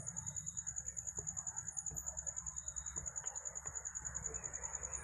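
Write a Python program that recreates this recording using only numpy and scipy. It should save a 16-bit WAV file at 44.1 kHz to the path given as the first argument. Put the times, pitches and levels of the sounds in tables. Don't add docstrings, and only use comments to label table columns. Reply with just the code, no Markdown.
import sys
import numpy as np
from scipy import signal
from scipy.fft import rfft, irfft, next_fast_len
from scipy.io import wavfile
from scipy.ndimage import uniform_filter1d, map_coordinates

SR = 44100
rng = np.random.default_rng(int(sys.argv[2]) if len(sys.argv) > 2 else 0)


def elevation(decibels):
    levels = np.asarray(decibels, float)
    return 10 ** (levels / 20)


def store_pcm(level_fs):
    pcm = np.round(np.clip(level_fs, -1, 1) * 32767).astype(np.int16)
    wavfile.write(sys.argv[1], SR, np.atleast_2d(pcm).T)


N = 222117


def unit(x):
    return x / np.sqrt(np.mean(x ** 2) + 1e-20)


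def curves(rows):
    s, *cols = np.transpose(rows)
    return [np.interp(np.arange(N) / SR, s, c) for c in cols]


def wobble(rate):
    knots = rng.standard_normal(int(N * rate / SR) + 4)
    return map_coordinates(knots, [np.arange(N) * rate / SR])


def humps(rows):
    t, total = np.arange(N) / SR, np.zeros(N)
    for s, length, height in rows:
        rise, fall = (t - s) / 0.039, (s + length - t) / 0.067
        total += height * np.clip(np.minimum(rise, fall), 0, 1) ** 2
    return total


def glide(hz):
    return np.sin(2 * np.pi * np.cumsum(hz) / SR)


def filtered(x, response):
    m = next_fast_len(len(x) + 8192)
    return irfft(rfft(x, m) * response(np.fft.rfftfreq(m, 1 / SR)), m)[:len(x)]


def shape(points):
    f, db = np.transpose(points)
    return lambda hz: elevation(np.interp(np.log(hz + 1), np.log(f + 1), db))


def band(lo_hz, hi_hz, steep):
    return lambda hz: 1 / np.sqrt((1 + (lo_hz / (hz + 1)) ** steep) * (1 + (hz / hi_hz) ** steep))


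def patches(like, wide, long):
    field = uniform_filter1d(rng.standard_normal(like.shape), size=wide, axis=0)
    return unit(uniform_filter1d(field, size=long, axis=1))


def hiss(response, patchy_db, wide=4, long=3):
    z = signal.stft(rng.standard_normal(N), nperseg=1024)[2]
    z = z * elevation(patchy_db * patches(z, wide, long))
    return unit(filtered(signal.istft(z, nperseg=1024)[1][:N], response))


def blank():
    return np.zeros(N + 2 * SR)


def add(track, s, sound):
    track[SR + round(s * SR):][:len(sound)] += sound


def trim(track):
    return track[SR:SR + N]


def tail(t60, gap):
    t = np.arange(SR // 3) / SR
    x = rng.standard_normal(len(t)) * elevation(-60 * t / t60) * (t > gap)
    return x / np.linalg.norm(x)


# pitch in Hz, level in dB per Hz.
FLOOR_COLOUR = [(100, -20), (250, 5), (1500, 2), (2500, 1), (3300, 0), (4200, -1), (6000, 1), (9500, 3),
                (11500, 1), (12000, -7), (14000, -7), (15500, -8)]


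def hiss_floor():
    return elevation(-86.5) * hiss(shape(FLOOR_COLOUR), patchy_db=1.2)


# pitch in Hz, level in dB per Hz.
RUMBLE_COLOUR = [(50, -61), (85, -4), (161, -2.5), (182, -8.5), (194, -22.5), (230, -21), (300, -53.5),
                 (510, -120)]
# pitch in Hz, level in dB per Hz.
DRONE_COLOUR = [(12, -60), (24, -22), (32, 1), (42, -14), (52, 5.5), (68, 7), (80, -13.5), (95, -8.5),
                (120, -61), (210, -120)]
# time in seconds, level in dB.
ENGINE_LOAD = [(0, -72), (.2, -67), (.7, -59), (1.8, -68), (1.95, -57), (2.9, -59), (3.4, -69), (3.6, -63),
               (3.95, -60.5), (4.1, -54.5), (4.4, -60), (5.04, -56.5)]
# time in seconds, level in dB.
FAR_RUMBLE = [(0, -56), (.25, -56.5), (.84, -62), (.98, -64.5), (1.3, -59), (1.8, -65.5), (2.2, -64.5),
              (3.1, -65), (3.45, -73), (3.65, -62), (3.87, -70.5), (4.1, -58), (5.04, -63)]
# start in seconds, length in seconds, level in dB, lowest part in dB against that.
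ROCKING = [(-.03, 0.061, -46, -3), (0.147, 0.088, -75, 4), (1.151, 0.11, -64, 8), (1.882, 0.17, -66, -21),
           (2.93, 0.16, -67, 5.5), (3.001, 0.083, -80, 34), (3.664, 0.077, -62, 3), (3.988, 0.1, -66.5, 8),
           (4.122, 0.1, -67.5, 1), (4.31, 0.35, -74, 10), (4.77, 0.26, -75, -14), (4.944, 0.2, -76, 6)]


def engine():
    t = np.arange(N) / SR
    rock = np.zeros(N)
    for s, length, db, _ in ROCKING:
        settle_db = -59.5 * np.clip(t - s - .04, 0, .2)
        rock += humps([(s, length, elevation(db + 0.5))]) * elevation(settle_db)
    deep = humps([(s, length, elevation(db + deep_db)) for s, length, db, deep_db in ROCKING])
    traffic = elevation(curves(FAR_RUMBLE)[0] + 1.8 * wobble(6.6))

    line = glide(68 + 1.5 * wobble(7.4))
    drone = unit(2.0 * line + hiss(shape(DRONE_COLOUR), patchy_db=-3.3))
    rumble = elevation(1.2 * wobble(25)) * hiss(shape(RUMBLE_COLOUR), patchy_db=2.0)
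    for hz in [121.8, 151.9, 174.4]:
        rumble = rumble + elevation(-10.5 + 2.6 * wobble(4)) * glide(hz + 2.45 * wobble(9))
    boom = hiss(band(210, 390, steep=30), patchy_db=3)

    load = elevation(curves(ENGINE_LOAD)[0] + 0.63 * wobble(7.5))
    hum = np.hypot(load, elevation(1) * deep) * drone
    return hum + np.hypot(traffic, elevation(11) * rock) * rumble + np.hypot(elevation(-36) * traffic, rock) * boom


# pitch in Hz, level in dB per Hz.
FAR_CRICKETS = [(3060, -84.5), (5200, -40), (6050, -23.5), (6230, -36), (6380, -6), (6790, 6), (7190, -5.5),
                (7460, -13), (7560, -13), (7750, -10), (8100, -17.5), (9000, -34), (11700, -81),
                (19800, -120)]


def far_crickets():
    return elevation(-60.0) * hiss(shape(FAR_CRICKETS), patchy_db=5)


# start in seconds, end in seconds, first pitch in Hz, last pitch in Hz, level in dB.
TINY_SINGERS = [(0, 1.25, 10680, 10700, 0), (.1, 2.1, 11050, 11100, 0), (2.1, 3.35, 10620, 10850, 0),
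                (2.4, 3.9, 11050, 11320, -1), (3.85, 5.1, 10600, 10680, -2), (4, 5.1, 11100, 10900, 0),
                (.2, 1.7, 11350, 11300, -4), (2.7, 4.4, 11550, 11530, -6)]


def shimmer():
    t, lines = np.arange(N) / SR, 0
    for start, end, from_hz, to_hz, db in TINY_SINGERS:
        hz = np.interp(t, [start, end], [from_hz, to_hz]) + 32 * wobble(120)
        on = np.clip(np.minimum(t - start, end - t) / 0.093, 0, 1)
        lines = lines + on * elevation(db + 6 * wobble(40)) * glide(hz)
    beat = 1.3 + np.sin(np.pi * 118 * t) ** 2
    crowd = hiss(band(10550, 11450, steep=100), patchy_db=3)
    level_db = -78.5 - 2.5 * t / t[-1] + 2 * wobble(4)
    return elevation(level_db) * unit(beat * (unit(lines) + .55 * crowd))


# start in seconds, length in seconds, level in dB.
TRILLS = [
    (0.144, 0.615, -74.5),
    (2.514, 0.584, -73.5),
]
# start in seconds, length in seconds, level in dB.
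TRILL_EDGES = [(0.302, .1, -8), (0.503, 0.28, -6), (2.6, .14, -2), (2.731, 0.16, -9), (2.857, 0.11, 1)]


def buzzer():
    t, level, effort = np.arange(N) / SR, np.zeros(N), np.zeros(N)
    for s, length, db in TRILLS:
        warm = np.clip((t - s) / min(0.13, length / 4), 0, 1)
        on = (t > s) * np.clip((s + length - t) / min(0.16, length / 2), 0, 1) ** 2
        level += on * elevation(db - 16 * (1 - warm))
        effort += on * np.clip((t - s) / length, 0, 1)
    strokes = np.cumsum(125 * (1 + .02 * wobble(20))) / SR
    tone = glide(3790 + 88.4 * (effort - .5) + 18 * wobble(6) + 22 * wobble(60))
    pulses = unit(tone * (.1 + np.sin(np.pi * strokes) ** 4) * elevation(1.5 * wobble(30)))
    wing = band(3650, 3880, steep=200)
    opening = humps([(s, length, elevation(db)) for s, length, db in TRILL_EDGES])
    edge = opening * hiss(band(3860, 4040, steep=200), patchy_db=2)
    return level * (unit(filtered(pulses, wing) + .8 * hiss(wing, patchy_db=2)) + .6 * edge)


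# start in seconds, length in seconds, level in dB, first pitch in Hz, last pitch in Hz.
LOW_RASPS = [
    (-.06, 0.13, -61, 8650, 9360),
    (1.706, 0.12, -61.5, 9470, 9470),
    (4.951, 0.093, -60, 9240, 9330),
]
HIGH_CALLS = [
    (0.086, 0.019, -83, 14800, 15000),
    (1.937, 0.076, -65.5, 11900, 13350),
    (1.968, 0.055, -64.5, 14000, 14500),
    (1.945, .08, -75, 15400, 15300),
]
HIGH_WIDTHS = [460, 900, 1900, 250]
# pitch in Hz, gain in dB.
WING_COLOUR = [(8300, -1.5), (8800, 0), (9250, -1.5), (9800, 4), (10200, -7), (11400, 1)]


def katydids():
    out = blank()
    calls = [(*c, 1440, 95) for c in LOW_RASPS]
    calls += [(*c, width_hz, 140) for c, width_hz in zip(HIGH_CALLS, HIGH_WIDTHS)]
    for s, length, db, from_hz, to_hz, width_hz, rate in calls:
        t = np.arange(round(length * SR)) / SR
        slow = unit(filtered(rng.standard_normal(len(t)), band(1, width_hz / 2, steep=24)))
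        carrier = glide(from_hz + (to_hz - from_hz) * t / length)
        strokes = 1.0 + np.sin(np.pi * rate * t) ** 2
        fade = np.clip(np.minimum(t / 0.019, (length - t) / 0.0058), 0, 1)
        call = elevation(db) * slow * carrier * strokes * fade
        add(out, s, call)
        add(out, s, elevation(-4.5) * signal.fftconvolve(call, tail(t60=.3, gap=.005)))
    return filtered(trim(out), shape(WING_COLOUR))


# start in seconds, peak in dB, pitch in Hz, length in seconds.
WHISTLES = [(0.18, -66, 8750, 0.1), (0.92, -66, 8770, 0.074), (1.094, -74, 8800, 0.13),
            (1.3544, -75, 8900, 0.034), (2.28, -67, 8640, 0.032), (2.72, -76, 8800, 0.087),
            (3.542, -73, 8890, 0.036), (3.713, -69, 8850, 0.019), (3.965, -66, 8630, 0.024),
            (4.623, -69, 8700, 0.04)]
SMALL_CHEEPS = [(0, -76, 5780, .1), (.62, -77, 5740, .14), (.87, -77, 5770, .1), (1.82, -83, 5760, .05),
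                (2.28, -83, 5750, .06), (2.82, -69, 7800, .07), (4.2, -76, 5770, .14),
                (4.83, -74, 5750, .13), (4.55, -72, 7800, .05), (4.86, -72, 7750, .1)]
THIN_NOTES = [(4.558, -82, 3750, .04), (4.602, -81, 3760, .08), (4.727, -75, 3720, 0.075),
              (4.76, -76, 3460, 0.035), (4.79, -80, 3690, 0.058), (4.929, -66.5, 3700, 0.05),
              (4.993, -70, 3700, .07), (4.976, -76, 3900, .07), (4.42, -82, 3860, .04),
              (1.973, -79.5, 3700, 0.037), (2.237, -78, 3650, .04), (2.44, -81, 4980, .04),
              (.165, -73, 2300, .035), (.2, -77, 2310, .03), (.38, -78, 2330, 0.031), (.2, -83, 2850, .03),
              (.37, -85, 2780, .03), (.66, -76, 2820, .035), (0.28, -77, 4270, 0.055),
              (.43, -76, 4150, .06), (.3, -79, 3350, .035), (0.76, -76, 2280, .06),
              (.85, -72.5, 2550, 0.062), (.86, -79, 3050, .05), (1.01, -76, 2550, .05),
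              (1.036, -78, 2770, .05), (1.24, -82, 2620, .035), (1.567, -80, 2570, 0.043),
              (1.898, -77, 2530, .05), (2.25, -78, 2320, 0.09), (2.3, -85, 2760, .04),
              (2.438, -80, 2620, 0.048), (3.307, -68, 2780, 0.067), (3.427, -76, 2760, .05),
              (4.44, -75, 2780, 0.11), (4.63, -70, 2630, 0.076), (4.67, -78, 2900, .035),
              (4.877, -70, 2600, 0.083), (4.95, -73, 2830, .06), (4, -54, 7310, 0.087),
              (1.66, -60, 7320, .05), (3.9, -77, 2700, .08), (3.72, -79, 2500, .06), (3.05, -77, 2550, .06)]


def whistles():
    out = blank()
    for s, db, hz, length in WHISTLES + SMALL_CHEEPS + THIN_NOTES:
        t = np.arange(round(length * SR)) / SR
        note = unit(filtered(rng.standard_normal(len(t)), band(hz - 50, hz + 50, steep=500)))
        add(out, s, elevation(db - 8) * np.sin(np.pi * t / length) * note)
    return filtered(trim(out), shape(WING_COLOUR))


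# time in seconds, spread in
# seconds, pitch in Hz, change in dB.
RUB_STREAKS = [(0.0, 0.089, 580, 8), (0.0, 0.6, 380, -11), (0.09, 0.35, 1055, -8), (0.31, 0.085, 890, 11),
               (0.41, 0.13, 1400, 7), (0.43, 0.088, 754, -34), (0.47, 0.15, 2030, 17.5),
               (0.52, 0.055, 1136, 23), (0.81, 0.19, 1185, -20), (0.82, 0.13, 950, -11),
               (0.89, 0.019, 1680, 6), (0.91, 0.06, 505, 17), (0.91, 0.021, 1850, 12),
               (0.92, 0.044, 380, 0), (0.94, 0.063, 705, -20), (1.06, 0.067, 345, -3),
               (1.11, 0.11, 2070, 11.5), (1.34, 0.083, 338, -14), (1.36, 0.17, 524, -9.5),
               (1.39, 0.046, 1490, -10), (1.4, 0.03, 1123, 15.5), (1.5, 0.056, 2040, -18),
               (1.58, 0.05, 805, 10), (1.65, 0.12, 1136, -13), (1.71, 0.22, 404, 3.5),
               (2.02, 0.12, 1430, -15), (2.05, 0.084, 344, -15), (2.06, 0.035, 1310, 10.5),
               (2.11, 0.41, 500, -10), (2.15, 0.11, 623, 10.5), (2.16, 0.14, 1890, -18),
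               (2.26, 0.036, 2040, 6), (2.28, 0.065, 385, 19), (2.28, 0.074, 1200, -15),
               (2.46, 0.076, 1034, 7.5), (2.47, 0.066, 850, 1), (2.48, 0.095, 506, -14),
               (2.52, 0.05, 1470, -7), (2.66, 0.045, 610, 8.5), (2.8, 0.34, 748, -11.5),
               (3.13, 0.098, 350, -12), (3.13, 0.38, 336, -21.5), (3.34, 0.037, 850, 3.5),
               (3.44, 0.05, 1900, -4), (3.47, 0.091, 720, -13), (3.89, 0.05, 896, -2.5),
               (3.98, 0.054, 694, -9), (4.56, 0.27, 1940, 6.5), (4.6, 0.4, 328, -9.5),
               (4.64, 0.49, 732, -8)]


def gated(x, lo_hz, hi_hz):
    hz, t, z = signal.stft(x, SR, nperseg=1024)
    s, pitch = np.arange(N) / SR, hz[:, None]
    above = (pitch - np.interp(t, s, lo_hz)) / 40
    below = (np.interp(t, s, hi_hz) - pitch) / 60
    inside = np.maximum(np.minimum(above, below), -4.6)
    gain_db = np.clip(9 * (inside + 1.1 * patches(z, 3, 5)), -50, 0)
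    at, spread, at_hz, db = np.transpose(RUB_STREAKS)
    in_pitch = np.exp(-.5 * ((pitch - at_hz) / 58.6) ** 2)
    in_time = np.exp(-.5 * ((t[:, None] - at) / spread) ** 2)
    gain_db = gain_db + db * in_pitch @ in_time.T
    return signal.istft(z * elevation(gain_db), SR, nperseg=1024)[1][:N]


# lower edge in Hz, upper edge in Hz.
RUB_PARTS = [
    (250, 750),
    (750, 1250),
    (1250, 3000),
]
# time in seconds, pressure in dB.
PRESSURE = [(0, -63), (.2, -64), (.4, -67), (.5, -75), (.66, -61), (.9, -66.5), (1.1, -66), (1.25, -64.5),
            (1.55, -60.5), (1.85, -66.5), (2.15, -61.5), (2.6, -64), (3, -60), (3.5, -60), (3.68, -58.5),
            (4.1, -59), (4.6, -57.5), (5.04, -56.5)]
# start in seconds, length in seconds, level in dB, lowest pitch in Hz.
FLAT_STROKES = [(-.05, 0.3, -65.5, 437), (0.25, 0.26, -66.5, 538), (0.668, 0.4, -75.5, 460),
                (1.012, 0.13, -65.5, 473), (1.161, 0.122, -62, 310), (1.272, 0.3, -66.5, 587),
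                (1.49, 0.31, -76, 355), (1.905, 0.14, -60.5, 304), (2.016, 0.2, -62, 630),
                (2.195, 0.4, -64, 623), (2.583, 0.38, -70, 564), (2.935, 0.26, -59.5, 357),
                (3.133, 0.294, -60, 490), (3.38, 0.27, -58.5, 427), (3.614, 0.3, -63.5, 406),
                (4.01, 0.34, -63.5, 447), (4.263, 0.35, -58.5, 304), (4.553, 0.67, -57, 400)]
# start in seconds, length in seconds, lift in Hz.
RIM_LIFTS = [
    (.82, .22, 260),
    (3.235, .1, 495),
    (4.3, .9, 185),
]
# pitch in Hz, gain in dB.
PANEL_COLOUR = [(950, 0), (1150, -4.5), (1350, 0.5), (1750, 0.5), (2100, -8.5), (2700, -2.5)]


def rubbing():
    press_db, = curves(PRESSURE)
    mean_db = press_db.mean()
    swing_db = press_db - mean_db
    low = elevation(press_db - 27) + humps([(s, length, elevation(db)) for s, length, db, _ in FLAT_STROKES])
    gains = [low * elevation(0.91 * wobble(21.0)),
             elevation(mean_db - 3 + 1.2 * swing_db + 0.65 * wobble(8.9)),
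             elevation(press_db + 0.14 * wobble(27))]
    rub = np.zeros(N)
    for gain, (lo, hi) in zip(gains, RUB_PARTS):
        rub += gain * hiss(band(lo, hi, steep=16), patchy_db=4.0, wide=2, long=9)

    rest_hz = 600
    dips = humps([(s, length, hz - rest_hz) for s, length, _, hz in FLAT_STROKES])
    lo_hz = np.clip(rest_hz + dips + 20 * wobble(14), 250, 600)
    rise_hz = 25 * uniform_filter1d(swing_db, size=20000)
    hi_hz = 2093 + rise_hz + humps(RIM_LIFTS) + 56.4 * wobble(6.2)
    leak = elevation(-84) * hiss(band(180, 830, steep=13), patchy_db=5.0)
    return gated(filtered(rub, shape(PANEL_COLOUR)), lo_hz, hi_hz) + leak


def ring_time():
    t = np.arange(SR // 3) / SR
    return t, (1 - np.exp(-t / .001)) ** 2


# start in seconds, peak in dB, crack in dB against that, tick in dB against that.
PANEL_TAPS = [
    (1.184, -36, -24, -56),
    (1.909, -40, -17, -48),
    (2.972, -36.5, -22, -50),
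    (3.239, -43, -5, -27),
    (3.657, -39, -4, -27),
    (4.032, -50, -14, -45),
]
# pitch in Hz, level in dB, seconds to fade by 60 dB.
PANEL_TONES = [(290, -23, 0.038), (440, -13.5, 0.11), (654, -17.5, 0.05), (920, -11, 0.019)]


def taps():
    out, (t, onset) = blank(), ring_time()
    for s, db, crack_db, tick_db in PANEL_TAPS:
        ring = 0
        for hz, tone_db, t60 in PANEL_TONES:
            fade = elevation(tone_db + rng.normal(0, 3) - 60 * t / t60)
            ring = ring + fade * np.sin(2 * np.pi * hz * (1 + rng.normal(0, .03)) * t)
        puff = rng.standard_normal(len(t)) * elevation(-60 * t / .035) * onset
        crack = elevation(crack_db + 15) * filtered(puff, band(450, 2000, steep=20))
        tick = elevation(tick_db + 5) * filtered(puff, band(2600, 4700, steep=30))
        add(out, s, elevation(db - 1.0) * (onset * ring + crack + tick))
    return trim(out)


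# start in seconds, peak in dB, pitch in Hz.
EDGE_SNAPS = [
    (1.1868, -48, 444),
    (3.66, -39.5, 745),
]


def snaps():
    out, (t, _) = blank(), ring_time()
    for s, db, hz in EDGE_SNAPS:
        add(out, s, elevation(db - 60 * t / .011) * np.minimum(t / 0.00034, 1) * np.sin(2 * np.pi * hz * t))
    return trim(out)


# start in seconds, level in dB, pitch in Hz, seconds to fade by 60 dB.
RAIL_CLINKS = [(3.238, -64.5, 3160, 0.12), (3.242, -55.5, 2150, 0.053), (3.24, -68, 2970, 0.24),
               (3.348, -69.5, 4140, 0.17), (3.349, -80, 3540, 0.21), (3.657, -71, 3600, 0.033)]


def clinks():
    out, (t, onset) = blank(), ring_time()
    for s, db, hz, t60 in RAIL_CLINKS:
        blur = unit(filtered(rng.standard_normal(len(t)), band(hz * 0.934, hz * 1.0, steep=63)))
        add(out, s, elevation(db - 60 * t / t60) * onset * blur)
    return trim(out)


def squeegee():
    return rubbing() + taps() + snaps() + clinks()


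# delay in milliseconds, level in dB.
ECHOES = [(3.333, -18), (4.748, -8.7), (5.873, -14.5), (7.107, -10.5), (9.364, -16), (12.413, -24),
          (14.331, -21), (16.222, -22.5), (18.734, -22.5), (24.5, -19), (27.2, -19)]
# peak of the main stroke in seconds, level in dB, middle stroke in dB against it.
CHIRPS = [(-0.0135, -36, 9), (0.0863, -30.5, -6), (0.1864, -30, -5.5), (0.2852, -30.5, -4.5),
          (0.384, -31, -1), (0.486, -31, -5.3), (0.5888, -29.5, -4.8), (0.687, -29.5, -5),
          (0.7836, -29, -7), (0.8856, -30.5, -7.5), (0.988, -29.5, -6.5), (1.0888, -31, -2),
          (1.19, -30, -4), (1.289, -28.5, -5), (1.3887, -29.5, -3.5), (1.4868, -30.5, -1),
          (1.5859, -29.5, -7), (1.687, -30.5, -8), (1.788, -29, -5), (1.884, -30.5, -0.5),
          (1.984, -30, -4.7), (2.0845, -30, -5.5), (2.1897, -29.5, -7), (2.2876, -29, -3),
          (2.3852, -30, -5.5), (2.4855, -31, -2.5), (2.5848, -31, -6), (2.6845, -30.5, -10.5),
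          (2.783, -30.5, -5), (2.8818, -31.5, -3), (2.9812, -29.5, -5), (3.0783, -30.5, -5.5),
          (3.1787, -30, -7), (3.2755, -28.5, -9.5), (3.376, -31, -4), (3.4737, -31.5, -3),
          (3.5747, -32.5, -5), (3.674, -31, -10), (3.773, -31, -4.5), (3.8709, -30.5, -4),
          (3.9704, -31, -4.5), (4.069, -30.5, -4.5), (4.1672, -30, -6.5), (4.2626, -29, -7.5),
          (4.3614, -31.5, -3), (4.4585, -30, -6), (4.5567, -30.5, -5), (4.6556, -31, -3.5),
          (4.7525, -30.5, -6), (4.851, -31, -4), (4.9529, -30, -3), (5.05, -40, -11)]
# time in seconds, first stroke in dB against main.
FIRST_STROKES = [(0.09, -29), (0.38, -12), (0.49, -27), (0.59, -18), (0.78, -20), (0.89, -13), (0.99, -23),
                 (1.09, -11), (1.19, -13), (1.39, -19), (1.49, -19), (1.59, -27), (1.69, -11), (1.88, -15),
                 (2.39, -18), (3.38, -27), (3.47, -16), (3.77, -13.5), (4.07, -19), (4.26, -9.5),
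                 (4.36, -20), (4.46, -15), (4.66, -10), (4.75, -19), (4.85, -10), (4.95, -8.5)]


def wing_colour(hz):
    main = band(6350, 7340, steep=130)(hz) + .012 * band(5500, 8300, steep=40)(hz)
    return main + band(13500, 13650, steep=500)(hz) + 1.8 * band(14100, 14260, steep=500)(hz)


def cricket():
    out, t = blank(), np.arange(round(.01086 * SR)) / SR
    u = t / t[-1]
    wall_ms, wall_db = np.transpose(ECHOES)
    swell = np.abs(np.sin(np.pi * u)) ** 1.4
    for (s, db, mid_db), r in zip(CHIRPS, rng.standard_normal((len(CHIRPS), 12))):
        first_db = max([lead_db for at, lead_db in FIRST_STROKES if abs(at - s) < .03], default=-30)
        chirp = np.zeros(SR // 10)
        for k, rel_db in enumerate([first_db - 3.0, mid_db - .3, 0]):
            hz = (7149 - 858 * (1 + .06 * r[k + 9]) * u ** 1.8) * (1 + .002 * r[k])
            phase = 2 * np.pi * np.cumsum(hz) / SR + 3 * r[k + 3]
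            overtone = elevation(-53 + 5 * r[k + 6]) * np.sin(2 * phase)
            stroke = swell * (np.sin(phase) + overtone)
            late = .0006 * r[k + 6] * (k < 2)
            start = round((.0155 * k + late + .0027) * SR)
            chirp[start:][:len(t)] += elevation(db + rel_db - 2.5) * stroke

        stir = rng.standard_normal((2, len(ECHOES)))
        delay_ms, gain = wall_ms + .006 * stir[0], elevation(wall_db + 1.5 * stir[1])

        def walls(f):
            return 1 + np.exp(-2j * np.pi * np.outer(f, delay_ms) / 1000) @ gain

        add(out, s - .0397, filtered(chirp, walls))
        add(out, s - .0397, elevation(-9.0) * signal.fftconvolve(chirp, tail(t60=0.22, gap=0.0067)))
    return filtered(trim(out), wing_colour)


def lagging_power(song, size, lag):
    return np.pad(uniform_filter1d(song ** 2, size=size), (lag, 0))[:N] / np.mean(song ** 2)


def scene():
    song = cricket() + far_crickets()
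    night = song + shimmer() + hiss_floor()
    loud = lagging_power(song, 1000, 450)
    after = lagging_power(song, 2600, 1200)
    duck = elevation(-22 * np.clip(loud - 1.4 + .9 * wobble(9), 0, 1))
    stays = elevation(-24 * np.clip(2 * after - 1.9 + 1.1 * wobble(4), 0, 1))
    under = elevation(-20 * np.clip(loud - 1.9 + 1.2 * wobble(9), 0, 1))

    night = night + (stays - 1) * filtered(night, band(8950, 9700, steep=90))
    upper = filtered(night, band(8600, 10350, steep=70))
    night = night + (under - 1) * filtered(night, band(5800, 6230, steep=120))
    night = night + (duck - 1) * upper
    return (night + katydids() + whistles() + buzzer() + engine() + squeegee())[None]


def roll_off(x):
    return signal.sosfilt(signal.butter(12, 15690, fs=SR, output="sos"), x)


def record(dry):
    mix = filtered(dry[0], lambda hz: hz < 15560)[None]
    return roll_off(mix)


dry = scene()
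out = record(dry)
store_pcm(out)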